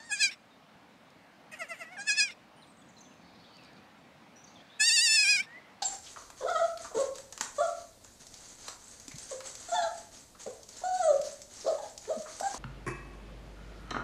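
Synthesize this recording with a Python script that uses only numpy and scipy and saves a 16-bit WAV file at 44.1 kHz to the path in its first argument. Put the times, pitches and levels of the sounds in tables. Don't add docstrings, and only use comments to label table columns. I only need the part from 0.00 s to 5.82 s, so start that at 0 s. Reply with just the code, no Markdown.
import sys
import numpy as np
from scipy import signal
from scipy.fft import rfft, irfft
from scipy.io import wavfile
from scipy.ndimage import uniform_filter1d

SR = 44100
rng = np.random.default_rng(int(sys.argv[2]) if len(sys.argv) > 2 else 0)


def materialize(psi):
    bounded = np.clip(np.atleast_2d(psi).T, -1, 1)
    quanta = np.round(bounded * 32767).astype(np.int16)
    wavfile.write(sys.argv[1], SR, quanta)


N = 256651

# f/Hz, relative level per Hz/dB
AIR_COLOUR = [(12, -63), (20, -43), (72, -11), (122, -8.5), (214, -0.5), (325, -7.5), (363, -15), (493, -9),
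              (770, -6.5), (989, -9.5), (2280, -13), (3190, -18), (4100, -20), (4840, -23), (15600, -44)]
# t/s, rumble level/dB, rustle level/dB
AIR_LEVEL = [(0.0, -62.5, -63.5), (0.47, -67, -61.5), (0.73, -65, -61.5), (1.44, -65, -60.5),
             (1.83, -65, -60), (2.19, -64.5, -61), (2.92, -62, -62), (3.66, -61, -60.5), (4.43, -64.5, -60),
             (4.62, -61.5, -60.5), (4.83, -68.5, -59.5), (5.1, -74, -68.5), (5.3, -66.5, -59.5),
             (5.49, -62, -58.5), (5.82, -68, -59.5)]
SPLIT_HZ = 427

BRIGHT_THROAT = 287, [(3547, 270, -9.5, -1), (4984, 533, -0.5, 1)], [(6990, 820, -1, 1),
                 (9260, 820, -8.5, -1)], -26
LOW_THROAT = 390, [(2620, 690, 6, -1), (4800, 860, -4.5, 1)], [(6320, 380, -1.5, 1), (8600, 370, 0.5, -1),
              (11400, 1500, -14, 1)], -20
# t/s, effort level/dB, pitch f/Hz
BRIGHT_VOICE = [
    [(0, -47, 888), (.01, -51.5, 896), (.062, -55, 940), (.088, -54, 919), (.116, -33.3, 812),
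     (.124, -29, 823), (.134, -28.5, 849), (.148, -34.5, 833), (.166, -40, 783), (.188, -43, 811),
     (.204, -30, 862), (.214, -25.5, 865), (.232, -22.5, 796.6), (.256, -24, 808), (.284, -36, 738),
     (.292, -39.5, 755), (.302, -42, 840), (.318, -53, 705)],
    [(1.965, -47, 902), (1.985, -42.5, 786), (1.995, -38.5, 785.6), (2.015, -39.5, 822), (2.051, -54, 824),
     (2.066, -47, 844), (2.076, -32, 874), (2.085, -27.5, 877), (2.105, -23.5, 817), (2.123, -28.5, 850),
     (2.159, -39, 822), (2.176, -30.5, 877), (2.191, -24, 875), (2.209, -22, 813), (2.233, -26, 839.5),
     (2.265, -37.8, 789), (2.279, -40, 776), (2.295, -45, 688), (2.303, -41, 720), (2.312, -55, 691)],
    [(4.79, -63, 890), (4.8, -29.5, 842), (4.81, -21.5, 852.4), (4.852, -24.5, 902), (4.872, -23.5, 948),
     (4.884, -21, 946), (4.904, -23.5, 867), (4.94, -24, 958), (4.958, -22.8, 953), (4.976, -24, 883),
     (4.99, -20.5, 884), (5.002, -25, 889), (5.026, -23.5, 964), (5.042, -22.5, 964.7), (5.092, -24, 871),
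     (5.158, -21.5, 898.5), (5.172, -23.5, 864), (5.2, -20.5, 835.5), (5.222, -24.5, 858),
     (5.256, -25, 780), (5.306, -20.5, 838.6), (5.318, -21.5, 840), (5.334, -23, 802), (5.348, -25, 824.5),
     (5.364, -25.5, 795), (5.376, -30.5, 727), (5.388, -30, 731), (5.408, -27, 780), (5.424, -46, 800)],
]
# t/s, mouth f/Hz, throat shortening (factor on the upper resonances),
# mid ring level/dB, top ring level/dB
BRIGHT_MOUTH = [
    [(0, 1680, 0.83, -5, -19), (.062, 1830, 1.04, -1, -2), (.112, 1790, 0.99, -7.5, -12),
     (.132, 2130, 1.03, -35, -13), (.166, 2180, .92, -8, -9), (.212, 2130, 0.99, -3, -15),
     (.232, 2850, .89, -5, -16.5), (.256, 2330, 0.9, -1.5, -9), (.285, 2390, 1.11, -3, -42),
     (.318, 2150, 0.68, -28, -42)],
    [(1.965, 1800, 1.2, -25, -30), (1.99, 1750, 1.1, -16, -23), (2.015, 1780, 0.89, -11, -8.5),
     (2.085, 2190, 0.99, -10.5, -17), (2.105, 2120, 1.08, -9.5, -25), (2.123, 2330, 0.874, -8.5, -6),
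     (2.16, 2420, 1.08, -5, -32), (2.191, 2260, 0.945, -6, -15), (2.21, 2330, 0.98, -2.5, -13),
     (2.235, 2350, 1.07, -4.5, -24), (2.27, 2440, 1.04, -7, -21), (2.312, 2300, 0.98, -28, -44)],
    [(4.788, 2300, 1.02, -34, -10), (4.81, 2100, 0.98, -10.5, -13.5), (4.865, 2500, .98, 2, -5.5),
     (4.95, 2560, 0.99, 2.5, -4), (5.04, 2520, 0.99, 0.5, -5.5), (5.12, 2530, 1.023, 0.5, -6),
     (5.2, 2536, 0.99, 0, -10), (5.26, 2453, 1.06, -5.5, -14.5), (5.32, 2500, 1.023, -0.5, -17.5),
     (5.39, 2330, 1.01, -6.5, -21), (5.426, 2320, 1.03, -16, -49)],
]
# corner f/Hz, far-treble level/dB
BOUT_TREBLE = [(10540, -2), (9700, -5), (10800, 24)]
OPEN_NASAL_DB = [-20, -21, -18.5]
SHUT_HZ, SHUT_NASAL_DB, OPEN_HZ = 1726, 2.5, 2090
NASAL_DB_PER_HZ = -0.0955
FIRM_DB, ROUGH_PER_DB = -34.5, 0.019
TIRED_S, HOARSE_PER_S, TIRED_NASAL_DB_PER_S = 0.22, 0.2, 8.5
SHIMMER_DB = 0.7
LEAST_ROUGH, ROUGHER_HZ = 0.022, 2800
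RASP_DB = 3.5

# t/s, length/s, level/dB
BRIGHT_PUFFS = [(.31, 0.045, -43.5), (2.305, 0.036, -46.5), (5.42, 0.044, -45.5), (0.167, 0.046, -51),
                (2.15, 0.027, -48), (5.125, 0.05, -45), (5.245, .05, -45), (2.275, .025, -48)]
# t/s, length/s, level/dB
LOW_PUFFS = [(1.515, 0.088, -52), (1.57, 0.023, -62), (1.635, 0.089, -57), (1.735, 0.11, -54),
             (1.83, 0.03, -54)]
# f/Hz, width at -6 dB/Hz, relative level/dB
BRIGHT_PUFF_COLOUR = [(2480, 1060, -1.5), (3560, 680, -2.5), (5420, 350, 0.5), (7300, 3200, -18)]
LOW_PUFF_COLOUR = [(2000, 680, 2.5), (2670, 510, 0), (4900, 1100, -16), (7200, 880, -10), (8800, 1200, -13),
                   (12100, 1800, -20)]

# f/Hz, t60/s
WOOD = [(1000, 0.6), (4000, 0.56), (9000, 0.7)]
# t/s, length/s, first f/Hz, last f/Hz, level/dB
LOW_SLIDES = [(.5, .05, 3740, 3610, -69), (2.569, 0.038, 2900, 3200, -66), (2.62, 0.031, 4270, 3290, -58),
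              (2.81, .02, 3520, 3330, -63.5), (2.965, 0.032, 4190, 3870, -60),
              (3.05, 0.022, 3600, 3300, -66), (3.11, .04, 2930, 2250, -67), (3.24, .06, 4440, 4430, -69),
              (3.25, .06, 2360, 2400, -72), (3.395, 0.038, 4380, 4470, -64.5), (3.45, .27, 4450, 4620, -69),
              (3.44, .035, 3180, 3950, -61), (3.53, 0.046, 4480, 4670, -64),
              (3.58, 0.031, 2750, 2600, -61.5), (3.6, .11, 2580, 2250, -65), (3.76, 0.086, 2390, 2570, -68),
              (4.475, .025, 4550, 4630, -62), (4.555, .028, 3690, 3180, -59.5),
              (4.58, 0.023, 3240, 3090, -63), (4.6, 0.022, 3150, 3600, -61)]
HIGH_SLIDES = [(2.555, 0.086, 9080, 9150, -73.5), (2.981, 0.013, 5470, 7060, -62),
               (2.994, 0.02, 7140, 7030, -63.5), (3.005, .02, 6510, 6010, -57),
               (3.47, 0.11, 3300, 2860, -69), (3.975, .03, 7500, 7460, -79),
               (4.357, .045, 5800, 5930, -60.5), (4.428, 0.011, 8450, 7000, -75),
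               (4.44, 0.015, 6770, 5400, -55.5), (4.686, .1, 3450, 3900, -61.5)]
SLIDE_FADE_DB = -2.5
# t/s, length/s, top f/Hz, level/dB
ARCHES = [(2.663, 0.069, 8340, -72), (2.767, 0.061, 8050, -69), (2.88, .033, 7540, -67)]
ARCH_RISE_S, ARCH_DROP_S, ARCH_DEPTH_HZ = 0.017, 0.018, 2200

# t/s, peak level/dB
TICKS = [(1.1044, -49.5), (3.1394, -54), (3.3604, -57), (3.569, -46), (3.6366, -48), (3.6487, -46),
         (3.7324, -51), (4.4847, -60), (4.5446, -52)]
# f/Hz, relative level/dB, t60/s
TICK_MODES = [(5240, 11, 0.0091), (6600, 7, 0.007), (8300, 2, 0.0097), (10100, -14, .006)]

# peak t/s, pace (factor on the length), effort level/dB, first pitch f/Hz,
# base pitch at the peak f/Hz, mouth f/Hz
STUTTER = [(1.54, .76, -42, 631, 629, 2160), (1.621, 0.97, -34, 722, 661, 1830),
           (1.719, 0.99, -35.5, 695, 666, 1868), (1.82, 0.93, -38.5, 716, 665, 1850)]
# t from its peak/s (before pace), effort level/dB, share of the pitch sag, added pitch/Hz,
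# mouth factor, top ring level/dB, roughness before weighting
SYLLABLE = [(-.038, -21, .1, 0, 0.92, -8, .08), (-.023, -11, 0.021, 0.5, 1.04, -11, .07),
            (-.011, -5, 0.34, 1, 1.04, -17.5, .07), (0, -.1, 1, -1, 0.93, -25, 0.16),
            (.012, -5.5, 1.1, -9, 0.98, -28, 0.2), (.026, -14.5, 1.07, -86, 1.08, -37, .25),
            (.044, -23, 1.3, -100, 1.2, -36, .25)]
STUTTER_SHORTER, STUTTER_MID_DB, STUTTER_NASAL_DB = 1.018, -16, 9.5
# t/s, effort level/dB, pitch f/Hz, nasal level/dB
LEAD_IN = [(1.846, -54, 650, 0), (1.858, -51.5, 648, 0), (1.879, -52, 644, -9), (1.905, -55, 686, 16),
           (1.931, -48.5, 755, 11), (1.951, -50.5, 712, 10.5), (1.966, -47, 720, 14)]
LEAD_IN_MOUTH_HZ, LEAD_IN_SHORTER, LEAD_IN_ROUGH = 1980, 1.05, 0.29
LEAD_IN_MID_DB, LEAD_IN_TOP_DB = -23, -34

# t/s, level/dB
CHATTER = [(3.15, -89), (3.25, -66), (3.45, -68), (3.68, -65), (3.82, -74), (3.95, -87), (4.4, -87),
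           (4.48, -67), (4.62, -72), (4.7, -75), (4.79, -67)]
# f/Hz, width at -6 dB/Hz, relative level/dB
CHATTER_BAND = [(4000, 1100, 0), (4460, 1300, -1)]
# t/s, f/Hz, level/dB
WHINE = [(5.455, 1748, -48), (5.487, 1820, -58), (5.563, 1990, -49), (5.589, 2110, -51), (5.6, 2137, -79)]

HISS_DB, EDGE_HZ = -83.5, 15750


def gain_of(db):
    return 10 ** (np.asarray(db) / 20)


def evened(x):
    return x / np.sqrt(np.mean(x ** 2) + 1e-20)


def smooth(noise, size):
    once = uniform_filter1d(noise, size, axis=0)
    return uniform_filter1d(once, size, axis=0)


def read(points, hz):
    f, value = np.transpose(points)
    return np.interp(np.log(hz + 1), np.log(f + 1), value)


def add(mix, s, sound):
    part = mix[max(round(s * SR), 0):][:len(sound)]
    part += sound[:len(part)]


def peak(hz, centre_hz, width):
    return width / (width + 2j * (hz - centre_hz))


def coloured_noise(bands):
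    hz = np.fft.rfftfreq(N, 1 / SR)
    response = sum(gain_of(db) * peak(hz, f, width) ** 2 for f, width, db in bands)
    return evened(irfft(rfft(rng.standard_normal(N)) * response, N))


def air():
    frames, hz = N // 256 + 5, np.fft.rfftfreq(1024, 1 / SR)
    a, b, patches = rng.standard_normal((frames, 513, 3)).T
    patches = uniform_filter1d(patches, size=10, axis=0)
    patches = evened(uniform_filter1d(patches, size=14, axis=1))
    spectra = (a + 1j * b) * gain_of(read(AIR_COLOUR, hz)[:, None] + 1.18 * patches)
    low_share = 1 / (1 + (hz[:, None] / SPLIT_HZ) ** 4)

    def layer(share):
        return evened(signal.istft(spectra * np.sqrt(share), nperseg=1024, noverlap=768)[1][:N])

    s, rumble_db, rustle_db = np.transpose(AIR_LEVEL)
    t = np.arange(N) / SR
    rumble = gain_of(np.interp(t, s, rumble_db)) * layer(low_share)
    rustle = gain_of(np.interp(t, s, rustle_db)) * layer(1 - low_share)
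    return rumble + rustle


def bright_bout(voice, mouth, open_nasal_db):
    s, effort_db, hz = np.transpose(voice)
    mouth_s, *opening = np.transpose(mouth)
    t = np.arange(s[0], s[-1], 0.001)
    effort_db, hz = np.interp(t, s, effort_db), np.interp(t, s, hz)
    mouth_hz, shorter, mid_db, top_db = (np.interp(t, mouth_s, c) for c in opening)
    quaver_hz = hz - uniform_filter1d(hz, size=90, mode="nearest")
    tired_s = np.maximum(t - s[0] - TIRED_S, 0)
    nasal_db = np.interp(mouth_hz, [SHUT_HZ, OPEN_HZ], [SHUT_NASAL_DB, open_nasal_db])
    nasal_db += NASAL_DB_PER_HZ * quaver_hz + TIRED_NASAL_DB_PER_S * tired_s
    slack = np.maximum(ROUGH_PER_DB * (FIRM_DB - effort_db), 0)
    rough = slack + HOARSE_PER_S * tired_s
    return np.transpose([t, effort_db, hz, mouth_hz, shorter, mid_db, top_db, nasal_db, rough])


def throat_response(k, hz, throat, mouth_hz, shorter, mid_db, top_db, nasal_db, corner_hz, treble_db):
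    mouth_width, mids, tops, left_db = throat
    tract = peak(k * hz, mouth_hz, mouth_width)
    for ring_db, modes in (mid_db, mids), (top_db, tops):
        for centre_hz, width, db, sign in modes:
            tract += sign * gain_of(db + ring_db) * peak(k * hz, centre_hz * shorter, width)
    far_treble = gain_of(left_db + 2.4 * top_db + treble_db)
    tract *= 1 / (1 + (k * hz / corner_hz) ** 10) + far_treble
    tract[0] *= gain_of(nasal_db)
    return tract / np.sqrt((abs(tract) ** 2).sum(0) / 2)


def fold_drive(k, hz, rough):
    count, harmonics = len(hz), len(k)
    tremble = evened(smooth(rng.standard_normal((count, harmonics)), size=300).T)
    a, b = smooth(rng.standard_normal((count, harmonics, 2)), size=45).T
    breath = (evened(a) + 1j * evened(b)) / np.sqrt(2)
    patches = evened(smooth(rng.standard_normal(count), size=450))
    rough = np.maximum(rough, LEAST_ROUGH) * gain_of(RASP_DB * patches)
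    rough = np.clip(rough * (0.1 + 0.75 * k * hz / ROUGHER_HZ), 0, 0.9)
    tone = np.sqrt(1 - rough ** 2) * gain_of(SHIMMER_DB * np.sqrt(k) * tremble)
    return tone + rough * breath


def bleat(rows, throat, fade, corner_hz, treble_db, jitter=0.0039):
    s, *columns = np.transpose(rows)
    t = np.arange(s[0], s[-1], 1 / SR)
    effort_db, hz, *shape, rough = (
        uniform_filter1d(np.interp(t, s, c), size=200, mode="nearest") for c in columns)
    wobble = evened(smooth(rng.standard_normal(len(t)), size=110))
    turns = np.cumsum(hz * (1 + jitter * wobble)) / SR
    k = np.arange(1, 22)[:, None]
    tract = throat_response(k, hz, throat, *shape, corner_hz, treble_db)
    harmonics = tract * fold_drive(k, hz, rough) * np.exp(2j * np.pi * k * turns)
    voice = -harmonics.real.sum(0)
    edge = np.clip(np.minimum(t - s[0], s[-1] - t) / fade, 0, 1)
    return s[0], gain_of(effort_db) * voice * edge


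def puffs(table, colour):
    out = np.zeros(N)
    breath = coloured_noise(colour)
    for s, length, db in table:
        u = np.arange(0, 1, 1 / (length * SR))
        hump = np.sin(np.pi * u ** 0.41)
        add(out, s, gain_of(db) * breath[round(s * SR):][:len(u)] * hump)
    return out


def bright_kid():
    out = puffs(BRIGHT_PUFFS, BRIGHT_PUFF_COLOUR)
    for voice, mouth, nasal_db, treble in zip(BRIGHT_VOICE, BRIGHT_MOUTH, OPEN_NASAL_DB, BOUT_TREBLE):
        add(out, *bleat(bright_bout(voice, mouth, nasal_db), BRIGHT_THROAT, 0.0028, *treble))
    return out


def wood(x, delay=0.021):
    taps = np.zeros(SR)
    at = np.arange(0, SR - 20, 20)
    taps[at + rng.integers(0, 20, len(at))] = rng.choice([-1., 1.], len(at))
    hz, t, z = signal.stft(taps, SR, nperseg=256)
    decay = gain_of(-60 * t / read(WOOD, hz)[:, None])
    tail = signal.istft(z * decay, SR, nperseg=256)[1]
    tail = np.concatenate([np.zeros(round(delay * SR)), tail / np.linalg.norm(tail)])
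    return signal.fftconvolve(x, tail)[:N]


def whistle(notes, blur):
    out = np.zeros(N)
    for rows in notes:
        s, hz, db = np.transpose(rows)
        t = np.arange(s[0], s[-1], 1 / SR)
        a, b = uniform_filter1d(rng.standard_normal((len(t), 2)), size=130, axis=0).T
        flutter = 1 + blur * evened(a) + 1j * blur * evened(b)
        turn = np.exp(2j * np.pi * np.cumsum(np.interp(t, s, hz)) / SR)
        tone = np.sqrt(2 / (1 + blur ** 2)) * (flutter * turn).real
        add(out, s[0], gain_of(np.interp(t, s, db)) * tone * signal.windows.tukey(len(t), 0.3))
    return out


def slide(s, length, first_hz, last_hz, db):
    return [(s, first_hz, db), (s + length, last_hz, db + SLIDE_FADE_DB)]


def low_birds():
    return whistle([slide(*row) for row in LOW_SLIDES], blur=0.52)


def ticks():
    out, t = np.zeros(N), np.arange(900) / SR
    snap = sum(gain_of(db - 60 * t / t60) * np.sin(2 * np.pi * hz * t) for hz, db, t60 in TICK_MODES)
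    for s, db in TICKS:
        add(out, s, gain_of(db) * snap / abs(snap).max())
    return out


def syllable(peak_s, pace, effort_db, first_hz, peak_hz, mouth_hz):
    rows = []
    for s, db, sag, drop_hz, opening, top_db, rough in SYLLABLE:
        hz = first_hz + sag * (peak_hz - first_hz) + drop_hz
        rows.append((peak_s + pace * s, effort_db + db, hz, mouth_hz * opening, STUTTER_SHORTER,
                     STUTTER_MID_DB, top_db, STUTTER_NASAL_DB, rough))
    return rows


def lead_in():
    return [(s, db, hz, LEAD_IN_MOUTH_HZ, LEAD_IN_SHORTER, LEAD_IN_MID_DB, LEAD_IN_TOP_DB, nasal_db, LEAD_IN_ROUGH)
            for s, db, hz, nasal_db in LEAD_IN]


def low_throat_voices():
    out = puffs(LOW_PUFFS, LOW_PUFF_COLOUR)
    for rows in [syllable(*row) for row in STUTTER] + [lead_in()]:
        add(out, *bleat(rows, LOW_THROAT, fade=0.0074, corner_hz=13100, treble_db=7))
    return out


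def arch(s, length, top_hz, db):
    low_hz, end = top_hz - ARCH_DEPTH_HZ, s + length
    return [(s, low_hz, db), (s + ARCH_RISE_S, top_hz, db), (end - ARCH_DROP_S, top_hz, db), (end, low_hz, db)]


def high_birds():
    return whistle([arch(*row) for row in ARCHES] + [slide(*row) for row in HIGH_SLIDES], blur=0.71)


def chatter():
    s, db = np.transpose(CHATTER)
    band = coloured_noise(CHATTER_BAND)
    flutter = evened(uniform_filter1d(rng.standard_normal(N), size=1300))
    level_db = np.interp(np.arange(N) / SR, s, db, -99, -99)
    return gain_of(level_db + 2.1 * flutter) * band


def whine():
    return whistle([WHINE], blur=0.096)


def scene():
    kids = bright_kid() + low_throat_voices()
    low, high, far_whine = low_birds(), high_birds(), whine()
    echo = wood(gain_of(-37) * kids + gain_of(-3) * high + gain_of(-6) * low + gain_of(-8) * far_whine)
    return (kids + high + low + far_whine + echo + chatter() + ticks() + air())[None]


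def record(dry):
    power_db = 10 * np.log10(abs(uniform_filter1d(dry[0] ** 2, size=2000)) + 1e-12)
    fall = np.arange(N) * 13.0 / SR
    held_db = np.maximum.accumulate(power_db + fall) - fall
    over_db = np.maximum(held_db + 26.0, 0)
    ducked = dry / gain_of(0.2 * uniform_filter1d(over_db, size=2000))
    trimmed = signal.lfilter(*signal.butter(2, 45, "high", fs=SR), ducked)
    hissy = trimmed + gain_of(HISS_DB) * rng.standard_normal(dry.shape)
    band_limit = signal.firwin(511, EDGE_HZ, window=("kaiser", 9), fs=SR)
    return signal.oaconvolve(hissy, band_limit[None], "same")


dry = scene()
out = record(dry)
materialize(out)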